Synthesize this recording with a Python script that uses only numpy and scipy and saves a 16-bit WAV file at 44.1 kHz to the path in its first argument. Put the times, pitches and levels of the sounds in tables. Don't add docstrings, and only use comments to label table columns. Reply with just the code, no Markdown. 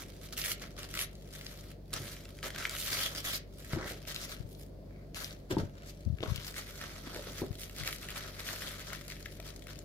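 import sys
import numpy as np
from scipy import signal
from scipy.fft import rfft, irfft, next_fast_len
from scipy.io import wavfile
from scipy.ndimage import uniform_filter1d, map_coordinates

SR = 44100
rng = np.random.default_rng(int(sys.argv[2]) if len(sys.argv) > 2 else 0)


def rack_gain(trim_db):
    fader = np.asarray(trim_db, float)
    return 10 ** (fader / 20)


def output_pcm(signal):
    pcm = np.clip(np.atleast_2d(signal).T, -1, 1) * 32767
    wavfile.write(sys.argv[1], SR, np.round(pcm).astype(np.int16))


N = 433944


def unit(x):
    return x / np.sqrt(np.mean(x ** 2) + 1e-20)


def along(points, hz):
    f, v = np.transpose(points)
    return np.interp(np.log(hz + 1), np.log(f + 1), v)


def wobble(rate_hz):
    knots = rng.standard_normal(int(N * rate_hz / SR) + 4)
    return map_coordinates(knots, [np.arange(N) * rate_hz / SR])


def filtered(x, response):
    m = next_fast_len(N + SR // 2)
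    return irfft(rfft(x, m) * response(np.fft.rfftfreq(m, 1 / SR)), m)[..., :N]


def above(hz, edge_hz):
    return 1 / (1 + (edge_hz / (hz + 1)) ** 8)


def pair(spectrum, alike):
    def mid_side(hz):
        turn = np.arccos(np.clip(along(alike, hz), -1, 1)) / 2
        return rack_gain(along(spectrum, hz)) * [np.cos(turn), np.sin(turn)]

    mid, side = filtered(rng.standard_normal((2, N)), mid_side)
    return unit(np.array([mid + side, mid - side]))


def grains(s, gain, hz, cycles, lag, pan_db, size):
    out, k = np.zeros((2, N + 2 * size)), np.arange(size)
    for side, sign in enumerate((.5, -.5)):
        start = np.clip(s * SR + sign * lag, 0, N)
        turns = (k + 1 - (start % 1)[:, None]) * hz[:, None] / SR
        level = (gain * rack_gain(sign * pan_db))[:, None]
        wave = level * np.sin(2 * np.pi * turns) * np.exp(-turns / cycles[:, None])
        at = start.astype(int)[:, None] + 1 + k
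        out[side] = np.bincount(at.ravel(), wave.ravel(), N + 2 * size)
    return out[:, :N]


def swells(rows, rise_db_s, fall_db_s):
    t = np.arange(0, N / SR + .002, .001)
    s, hold_s = np.array(rows)[:, :2, None].transpose(1, 0, 2)
    early_s, late_s = np.clip(s - t, 0, 1), np.clip(t - s - hold_s, 0, 1)
    return rack_gain(-2 * rise_db_s * early_s - 2 * fall_db_s * late_s)


def fine(x):
    return np.interp(np.arange(N) / SR * 1000, np.arange(len(x)), x)


# t/s, left lag/samples, left-right/dB
HANDS = [(0, 1.5, -2), (1.4, 5.5, 3), (1.9, -1.5, 0.66), (2.6, -1, 1), (3.3, 7, 2), (3.9, 3, 1),
         (4.2, -8, 4), (5.2, -7.5, 5.5), (5.7, -13.5, 0.5), (6.3, -7, 8), (6.8, -3.5, -1), (9.84, -3.5, 8)]


def hands():
    s, *columns = np.transpose(HANDS)
    return [np.interp(np.arange(N) / SR, s, column) for column in columns]


# t/s, hold/s, level/dB, dullness/dB
RIPS = [(0.329, 0.0082, -50, 0.5), (0.377, 0.0462, -43, -2.5), (0.446, .078, -41, -3),
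        (0.79, .06, -52.5, 4), (0.951, 0.0312, -46, -1.5), (0.994, 0.03965, -42, -2),
        (1.935, .04, -45, 6.5), (2.438, .04, -44, 4), (2.581, .09, -46.5, 6), (2.702, 0.052, -47, 3.5),
        (3.152, 0.053, -46, 1.5), (3.249, 0.064, -41.5, -0.5), (3.328, 0.033, -40.5, -2.5),
        (4.077, 0.0407, -46.5, 0), (4.155, .1, -49, 1), (4.293, 0.033, -51, 2), (5.158, 0.07, -47, 1.5),
        (5.241, 0.0122, -49, -6), (5.509, 0.01958, -47, 6.5), (5.582, 0.027, -52.5, 11),
        (7.786, .035, -47.5, 4), (7.86, .03, -43.5, 2), (8.159, 0.0277, -47, 3)]
# t/s, hold/s, level/dB, dullness/dB
CRINKLES = [(0.0, 0.00796, -49, 1), (0.234, 0.0207, -56, -1), (0.623, 0.01443, -52.5, 6.5),
            (0.77, 0.021, -58, 10), (0.905, 0.037, -54.5, 0.5), (7.76, 0.018, -56, 0),
            (2.541, 0.0203, -54, 5), (1.347, 0.0192, -54, 0.5), (3.728, 0.0151, -48.5, 5.5),
            (3.879, 0.0242, -46.5, 1), (4.608, 0.012, -61.5, -7.5), (5.876, 0.0202, -56, 1),
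            (6.463, 0.023, -49, -2.5), (6.825, 0.0161, -50, 8), (7.136, 0.021, -53, 6.5),
            (7.274, 0.0098, -53, 5), (7.387, 0.0169, -48, 3), (7.62, 0.01293, -50, -3.5),
            (6.578, 0.014, -45.5, 1), (7.926, 0.0145, -51, -4), (8.023, 0.0186, -53.5, 0),
            (8.39, 0.02151, -50.5, 5.5), (8.476, 0.0283, -45, 0.5), (8.923, 0.022, -50.5, 7.5),
            (9.098, .028, -55, 1), (9.467, 0.0164, -53, 3.5), (9.702, .02, -56.5, 5)]
# t/s, hold/s, level/dB, dullness/dB
RUBS = [(1.424, .08, -60, -1.5), (2.0, .12, -51.5, -0.5), (2.802, 0.0665, -43.5, -4.5),
        (2.915, .13, -39, 0.5), (3.603, 0.1, -58.5, -2), (3.802, 0.0686, -53.5, 18), (4.24, .1, -55, 1),
        (5.26, .05, -56, 2), (5.55, .07, -60, 4), (4.513, 0.03, -68, -10), (4.906, 0.13, -77, 11),
        (5.771, 0.076, -66.5, 8), (5.96, 0.098, -70, 3), (6.261, .17, -55, 5.5), (6.681, 0.098, -56, 2),
        (6.863, 0.1261, -55, 5), (7.068, 0.0314, -54, 8.5), (7.177, .18, -54, 2.5),
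        (8.055, 0.083, -53.5, 6), (8.186, 0.0835, -51.5, 7), (8.528, .18, -48.5, 3.5),
        (8.786, 0.1085, -54, 7), ]
# t/s, level/dB
SHIFTING = [(0, -62), (0.7, -66), (1.2, -67.5), (1.451, -58), (1.721, -61), (1.8, -99.5), (1.999, -59),
            (2.4, -63), (3.351, -54), (3.45, -81), (3.7, -62), (4.3, -63.5), (4.7, -88.5), (6.1, -81),
            (6.3, -58.5), (7.55, -63), (8.7, -56), (9.84, -67)]


def pulls():
    kinds = (RIPS, 1200, 650), (CRINKLES, 300, 260), (RUBS, 170, 170)  # rise, fall in dB/s
    power = np.vstack([swells(*kind) * rack_gain(2 * np.array(kind[0])[:, 2:3]) for kind in kinds])
    shifting_db = np.interp(np.arange(power.shape[1]) / 1000, *np.transpose(SHIFTING))
    total = power.sum(axis=0) + rack_gain(2 * shifting_db)
    dullness_db = fine(np.array(RIPS + CRINKLES + RUBS)[:, 3] @ power / total)
    level_db = fine(10 * np.log10(total))
    dull_db = -4.5 + dullness_db
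    bright_db = -6 - 0.86 * dullness_db + 0.021 * (level_db - level_db.mean())
    return level_db, dull_db, bright_db


def clumping(level_db):
    pull = np.clip((level_db + 62) / 20, 0, 1)
    slips = (rng.random(N) < (70 + 160 * pull) / SR) * rack_gain(4.5 * np.clip(rng.standard_normal(N), -2, 2))
    slips = uniform_filter1d(slips, size=50) * 30
    steady = 4 + 30 * pull
    decay_s = .0018
    dying = signal.lfilter([1], [1, -np.exp(-1 / (decay_s * SR))], slips)
    clump = (steady + dying * 1.5) * rack_gain(1.8 * wobble(45))
    return clump / uniform_filter1d(clump, size=4000)


def cracks(clump, lag, pan_db, count=30000):
    when = np.interp(rng.random(count), np.cumsum(clump) / clump.sum(), np.arange(N))
    at = when.astype(int)
    u = rng.standard_normal((count, 5))
    hz = np.clip(5000 * np.exp(0.97 * u[:, 0]), 900, 16000)
    gain = rack_gain(4.5 * np.clip(u[:, 4], -2, 2.2)) * np.sign(u[:, 1]) * np.sqrt(hz / 5000)
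    lags, pans_db = lag[at] + 3.4 * u[:, 2], pan_db[at] + 3 * u[:, 3]
    return grains(when / SR, gain, hz, 0.39 + hz / 12000, lags, pans_db, size=48)


def sliding(clump, lag):
    shared = rng.standard_normal(N)
    late = np.clip(np.arange(N) - np.round(lag).astype(int), 0, N - 1)
    both = np.array([shared[late], shared])
    return np.sqrt(clump) * (both + 1.37 * rng.standard_normal((2, N)))


# t/s, hold/s, f/Hz, gain/dB
FLAPS = [(0.417, 0.018, 2680, 14), (0.432, .01, 2100, 11), (0.458, 0.034, 2200, 0.5), (.49, .035, 11000, 7),
         (.96, .022, 1990, 6), (0.995, 0.013, 2536, -7), (1.004, 0.058, 10820, 9), (2.921, 0.11, 4700, 3),
         (2.993, 0.093, 3260, 6), (3.15, 0.064, 3100, 8), (3.16, .04, 5100, 4), (3.266, .04, 3300, 7),
         (3.345, 0.018, 4800, 7), (5.175, 0.073, 1611, 6), (3.824, .07, 1950, 10), (3.85, 0.034, 1240, 6),
         (4.9, .15, 2240, 15.5), (4.22, .045, 5360, 4.5), (5.873, .03, 4600, 2), (6.24, .06, 1050, 16),
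         (6.56, 0.025, 2060, 11), (8.928, 0.022, 1400, 0), (9.092, 0.034, 2100, 5)]


def flapping(sheet):
    f, t, z = signal.stft(sheet, SR, nperseg=256)
    _, _, flap_hz, flap_db = np.transpose(FLAPS)
    width_octaves, fade_db_s = 0.094, 1300
    octaves = np.log2((f[:, None] + 1) / flap_hz)
    near_db = np.exp(-.5 * (octaves / width_octaves) ** 2) * flap_db
    held = swells(FLAPS, fade_db_s, fade_db_s)
    ring_db = near_db @ held[:, np.minimum(t * 1000, held.shape[1] - 1).astype(int)]
    patches = uniform_filter1d(rng.standard_normal(z.shape[1:]), size=7, axis=0)
    patches = uniform_filter1d(patches, size=9, axis=1)
    return signal.istft(z * rack_gain(1.7 * unit(patches) + ring_db), nperseg=256)[1][:, :N]


# f/Hz, density/dB per Hz
PAPER = [(350, -8), (600, -1), (897, -10.5), (1300, -0.5), (2180, -5), (2680, -10.5), (3210, -7),
         (4070, -7.5), (4540, -8), (8360, -7.5), (12200, -1.5), (15400, -6.5), (16500, -37)]


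def tear():
    level_db, dull_db, bright_db = pulls()
    lag, pan_db = hands()
    clump = clumping(level_db)
    sheet = unit(cracks(clump, lag, pan_db)) + rack_gain(1.0) * unit(sliding(clump, lag))
    hz, power = signal.welch(sheet[0], SR, nperseg=128)
    sheet = filtered(sheet, lambda f: rack_gain(along(PAPER, f)) / np.sqrt(np.interp(f, hz, power)))
    sheet = flapping(sheet)
    dull = filtered(sheet, lambda f: 1 - above(f, edge_hz=2060))
    bright = filtered(sheet, lambda f: above(f, edge_hz=6640))
    body = sheet - dull - bright
    mix = unit(body) + rack_gain(dull_db - 1.86) * unit(dull) + rack_gain(bright_db + 2.5) * unit(bright)
    return rack_gain(level_db + 0.5) * mix


def ticks(count=90):
    u = rng.random((count, 4))
    s = u[:, 0] * (N - 1) / SR
    over_pull_db = 10 - 4 * np.log(1 - 0.4 * u[:, 1])
    peak_db = np.minimum(pulls()[0][(s * SR).astype(int)] + over_pull_db, -37)
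    hz = 4360 * 4 ** (u[:, 2] - .5)
    return list(zip(s, peak_db, hz, -5 - 22 * u[:, 3]))


# t/s, peak/dB, f/Hz, bright share/dB
SNAPS = [(0.036, -42, 2840, -7), (0.3677, -34, 2620, -12), (0.779, -40, 2290, -14), (7.7635, -36, 3000, -8),
         (7.908, -35, 4300, -8), (0.3254, -33.5, 4040, -10), (0.3785, -26.5, 2830, -8),
         (0.459, -28, 2240, -10), (4.145, -29, 4480, -12), (0.7906, -42, 1980, -8), (0.952, -35, 1420, 3),
         (1.1535, -41, 5050, -16), (1.3513, -45, 1770, 0.5), (1.9307, -29.5, 4070, -3),
         (1.937, -22, 4870, -2), (2.584, -32.5, 1910, 0), (2.6948, -24.5, 4650, -12.5),
         (6.359, -30, 2900, -5), (6.563, -29.5, 2010, -22), (7.6265, -43, 4570, 6),
         (7.6958, -37.5, 2220, -9), (7.7845, -30.5, 4500, -12), (7.961, -35, 5000, -8),
         (7.848, -36, 1450, -4), (7.8755, -24.5, 2280, -8), (7.9268, -30, 2060, -5),
         (8.104, -34, 2340, 1.5), (8.9315, -33, 1296, -5), (9.0805, -35.5, 5030, -6),
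         (9.4, -39.5, 1330, 5.5), (9.5615, -34, 6690, -18), (9.6693, -40, 1400, -8),
         (9.7892, -33, 7000, -15)]
# t/s, peak/dB, f/Hz
POPS = [(0.416, -19, 5290), (1.0047, -23, 3050), (1.4647, -25, 5200), (2.4479, -40, 4250),
        (2.6263, -29, 1440), (2.652, -16.5, 2260), (3.7324, -28, 1950), (3.8752, -31, 1930),
        (4.0758, -47, 1950), (6.378, -33, 2950), (6.234, -27.5, 3900), (4.1615, -22, 4120),
        (5.2444, -22, 5600), (5.308, -32, 4400), (6.1854, -40, 2250), (6.205, -34, 2980),
        (6.2595, -32, 1150), (6.229, -26, 3130), (6.2343, -29, 1190), (7.27, -38, 1464),
        (7.8098, -31, 1815), (8.03, -32, 2330), (8.403, -29, 3750), (8.902, -34, 1910),
        (9.2592, -30.5, 2040)]
# t/s, peak/dB, f/Hz
CRACKLES = [(0.2872, -40, 3140), (0.4394, -25, 2260), (0.5162, -24, 2830), (0.5965, -39, 3140),
            (0.6174, -39, 3020), (0.63, -37, 1870), (0.6764, -48, 2050), (0.831, -32, 3820),
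            (0.8889, -42, 3610), (0.9024, -41, 3390), (0.9124, -38, 3400), (0.9398, -28, 1880),
            (0.9727, -25, 2020), (0.9904, -23, 2400), (1.0114, -23, 2950), (1.4112, -37, 1950),
            (2.166, -42, 2140), (2.2533, -37, 3120), (2.3875, -40, 1950), (2.4289, -30, 1640),
            (2.5037, -33, 2260), (2.5604, -32, 1960), (2.7104, -30, 5950), (2.7654, -29, 1990),
            (2.8115, -29, 3570), (2.9038, -25, 4640), (3.0304, -24, 3580), (3.1497, -30, 4700),
            (3.2495, -30, 1900), (5.1454, -34, 2940), (6.4328, -37, 3930), (6.4462, -34, 4080),
            (6.4774, -35, 5180), (6.5415, -36, 1980), (6.5809, -32, 2170), (6.8129, -37, 1680),
            (6.8129, -36, 1910), (7.1457, -33, 2270), (7.1606, -34, 1500), (7.2264, -41, 3460),
            (7.5274, -42, 5370), (7.5532, -38, 4030), (7.5882, -42, 4220), (7.5954, -35, 5230),
            (7.6161, -32, 5410), (7.6334, -32, 2460), (7.8346, -30, 1810), (7.9838, -38, 6310),
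            (8.0865, -31, 1820), (8.1604, -35, 2080), (8.4652, -33, 1930), (8.4881, -28, 1940),
            (8.5589, -33, 2350), (8.6203, -33, 1640), (8.7954, -37, 4260), (8.8243, -40, 3500),
            (8.8692, -36, 3020), (8.9491, -33, 2040), (9.0109, -37, 1860), (9.1007, -33, 2190),
            (3.5937, -47, 4090), (3.6002, -45, 4170), (4.0512, -42, 1940), (4.3655, -42, 2590),
                  (4.5486, -44, 4290), (4.6124, -43, 5560), (5.5124, -32, 2050), (5.5832, -35, 3780),
                  (5.6955, -52, 2650), (5.8212, -47, 2320), (5.8334, -50, 1850), (5.8735, -43, 5770),
                  (5.9728, -50, 4160), (6.0082, -46, 4300), (6.0506, -46, 5420), (9.1207, -34, 2240),
                  (9.1661, -44, 2290), (9.2084, -46, 1650), (9.2269, -38, 4410), (9.2569, -35, 1810),
                  (9.3232, -44, 3370), (9.4764, -39, 3750), (9.5033, -39, 3900), (9.622, -42, 3260),
                  (9.6824, -41, 1930), (9.7572, -41, 3150)]


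def snaps(count=18):
    pop_bright_db, crackle_bright_db = -40, -13
    rows = ticks() + SNAPS + [(*row, pop_bright_db) for row in POPS]
    rows += [(*row, crackle_bright_db) for row in CRACKLES]
    s, db, hz, bright_db = np.repeat(rows, count, axis=0).T
    u = rng.random((len(s), 3))
    rung = (np.arange(len(s)) % count + u[:, 0]) / count
    lag, pan_db = (curve[(s * SR).astype(int)] for curve in hands())
    crack_hz = 1200 * 13 ** rung
    octaves = np.log2(crack_hz / hz)
    treble_db = np.minimum(bright_db + 6.0, 0) * octaves / np.log2(12000 / hz)
    slope_db = np.where(octaves > 0, treble_db, 15 * octaves)
    gain = rack_gain(db - 5 + slope_db) * np.sign(u[:, 1] - .5)
    start_s = s - 0.001036 * np.log(1 - .95 * u[:, 2])
    burst = grains(start_s, gain, crack_hz, 2.2 + crack_hz / 3000, lag, pan_db, size=150)
    return filtered(burst, lambda f: above(f, edge_hz=1080))


# t/s, hold/s, body/dB, slap/dB
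FLOPS = [(1.926, 0.021, -55, -66), (2.003, 0.055, -47, -56.5), (2.453, 0.016, -61, -52.5),
         (2.964, 0.2, -61, -58.5), (3.76, 0.022, -39, -45), (3.826, 0.11, -53, -50),
         (5.527, 0.014, -41, -40.5), (5.576, 0.044, -31, -43.5), (6.23, 0.026, -46, -49.5),
         (6.3, 0.046, -57, -75), (7.138, 0.059, -70, -48), (7.27, 0.045, -53, -55), (7.422, 0.02, -39, -44)]
# f/Hz, density/dB per Hz
MAT = [(50, -57), (80, 5.5), (140, 10.5), (250, -2), (350, -4), (600, -10), (900, -20), (1500, -66)]


def flops():
    shapes = swells(FLOPS, rise_db_s=850, fall_db_s=230)
    thud, slap = np.sqrt(rack_gain(2 * np.array(FLOPS)[:, 2:].T) @ shapes)
    lumps = rack_gain(3 * wobble(45))
    noise = lumps * pair(MAT, [(100, 1.0), (600, 0.98)])
    body = filtered(noise, lambda f: 1 - above(f, edge_hz=294))
    return rack_gain(-2.0) * fine(thud) * unit(body) + fine(slap) * unit(noise - body)


# t/s, peak/dB, f/Hz
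KNOCKS = [(3.7347, -16, 139), (3.749, -23, 130), (3.762, -24, 302), (3.771, -20.5, 330), (3.777, -28, 171),
          (5.505, -25, 350), (5.511, -20, 370), (5.521, -22.5, 336.8), (5.535, -25, 150),
          (5.5679, -14, 325), (5.568, -25, 900), (6.236, -29, 1060), (6.258, -34, 1160), (7.43, -29, 563),
          (5.577, -22, 196), (5.586, -23, 263), (5.612, -19, 127), (5.633, -22, 96), (6.207, -24, 121),
          (7.071, -28.5, 273), (7.162, -29, 438), (7.176, -31.5, 298), (7.269, -29, 480),
          (7.418, -18.5, 338), (7.425, -23, 250), (7.438, -23, 382), (9.397, -33.5, 660)]


def knocks():
    t60_s = 0.039
    s, db, hz = np.transpose(KNOCKS)
    low = grains(s, rack_gain(db - 5.0), hz, hz * t60_s / np.log(1000), 0 * s - 3, 0 * s + 2.8, size=4000)
    top = grains(s, rack_gain(db - 17.5), 2.75 * hz, 0 * s + 2.9, 0 * s - 3, 0 * s + 1.6, size=2000)
    return filtered(low + top, lambda f: 1 / (1 + 1j * f / 1500) ** 2)


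# t/s, peak/dB
TAPS = [
    (3.7331, -26),
    (6.2062, -36),
    (6.2285, -27),
    (6.2347, -21.5),
]


def taps():
    s, db = np.transpose(TAPS)
    return -grains(s, rack_gain(db + 3.5), 0 * s + 480, 0 * s + 0.5, 0 * s - 6, 0 * s + 1.5, size=400)


# t/s, peak/dB
PUFFS = [(4.404, -29.5), (4.45, -37), (5.63, -40), (5.655, -39), (6.064, -24.5), (6.074, -22), (6.078, -21),
         (6.102, -22), (6.127, -25), (6.14, -26.5), (6.282, -28), (6.303, -27), (6.319, -21.5),
         (6.351, -33), (6.382, -33), (7.508, -28), (7.81, -33.5), (7.83, -34)]


def puffs():
    s, db = np.transpose(PUFFS)
    hz = 105 * np.exp(0.046 * rng.standard_normal(len(s)))
    swing = grains(s, rack_gain(db + 3.5), hz, 0 * s + 0.54, 0 * s, 0 * s + 21, size=4000)
    return filtered(swing, lambda f: (1 - above(f, edge_hz=264)) * above(f, edge_hz=49)) * rack_gain(-5)


# f/Hz, t60/s
ROOM = [(200, 0.16), (2000, 0.31), (12000, 0.055)]


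def room(x):
    hz, t, z = signal.stft(rng.standard_normal((2, SR // 2)), SR, nperseg=256)
    decay_db = -60 * t / along(ROOM, hz)[:, None]
    tail = signal.istft(z * rack_gain(decay_db), SR, nperseg=256)[1]
    delayed = np.pad(x, ((0, 0), (130, 0)))
    return signal.fftconvolve(delayed, tail / np.linalg.norm(tail[0]), axes=1)[:, :N]


# order, level/dB
MOTOR = [(1, -52), (2, -56.5), (3, -58), (4, -62.5), (7, -73), (8, -69.5), (12, -67), (14, -103)]


def motor():
    turn = 2 * np.pi * np.cumsum(48.68 * (1 + 0.00213 * wobble(1.5))) / SR
    hum = np.zeros(N)
    for order, db in MOTOR:
        level_db = db + 2 + 0.24 * (order - .7) ** 0.42 * wobble(7.0)
        phase = order * turn + 7 * rng.random() + 0.17 * order * wobble(5.4)
        hum += rack_gain(level_db) * np.sin(phase)
    return hum * rack_gain([[.6], [-.6]])


# f/Hz, density/dB per Hz
AIR = [(15, -52), (25, -13), (55, -11), (70, -7.5), (85, -10), (118, -13.5), (150, -7.5), (220, -15.5),
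       (259, -13), (410, -15.5), (669, -17.5), (787, -29.5), (1150, -36.5), (14400, -60), (16500, -79.5)]
# f/Hz, likeness/1
AIR_ALIKE = [(30, 0.46), (70, 1), (130, 0.73), (290, 0.92), (640, 0.08), (1400, 0.041), (15000, 0.01)]


def air():
    return rack_gain(-52.5 + 0.66 * wobble(1.113)) * pair(AIR, AIR_ALIKE)


# f/Hz, left-right/dB
PORTS = [(500, 0), (1500, -1), (5000, 2), (9000, -6), (14000, -1.5)]


def at_ports(x):
    return filtered(x, lambda hz: rack_gain(along(PORTS, hz) * [[.5], [-.5]]))


def scene():
    ripping, snapping = tear(), snaps()
    landing = flops() + knocks() + taps()
    echo = room(rack_gain(-10.5) * ripping + rack_gain(-11) * snapping + rack_gain(-11.0) * landing)
    return at_ports(ripping + snapping) + landing + echo + puffs() + motor() + air()


def top_cut(x):
    return signal.sosfilt(signal.butter(12, 16830, fs=SR, output="sos"), x)


# f/Hz, density/dB per Hz
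HISS = [(700, -22), (1200, -12), (2300, -11), (4500, 7), (8000, -10), (12000, -1.5), (15700, -2)]


def record(dry):
    top_hz = 15850
    heard = dry + rack_gain(-73.5) * pair(HISS, [(1000, .05)])
    mix = filtered(heard, lambda hz: np.where(hz < top_hz, 1, rack_gain(-17)))
    return top_cut(mix)


dry = scene()
out = record(dry)
output_pcm(out)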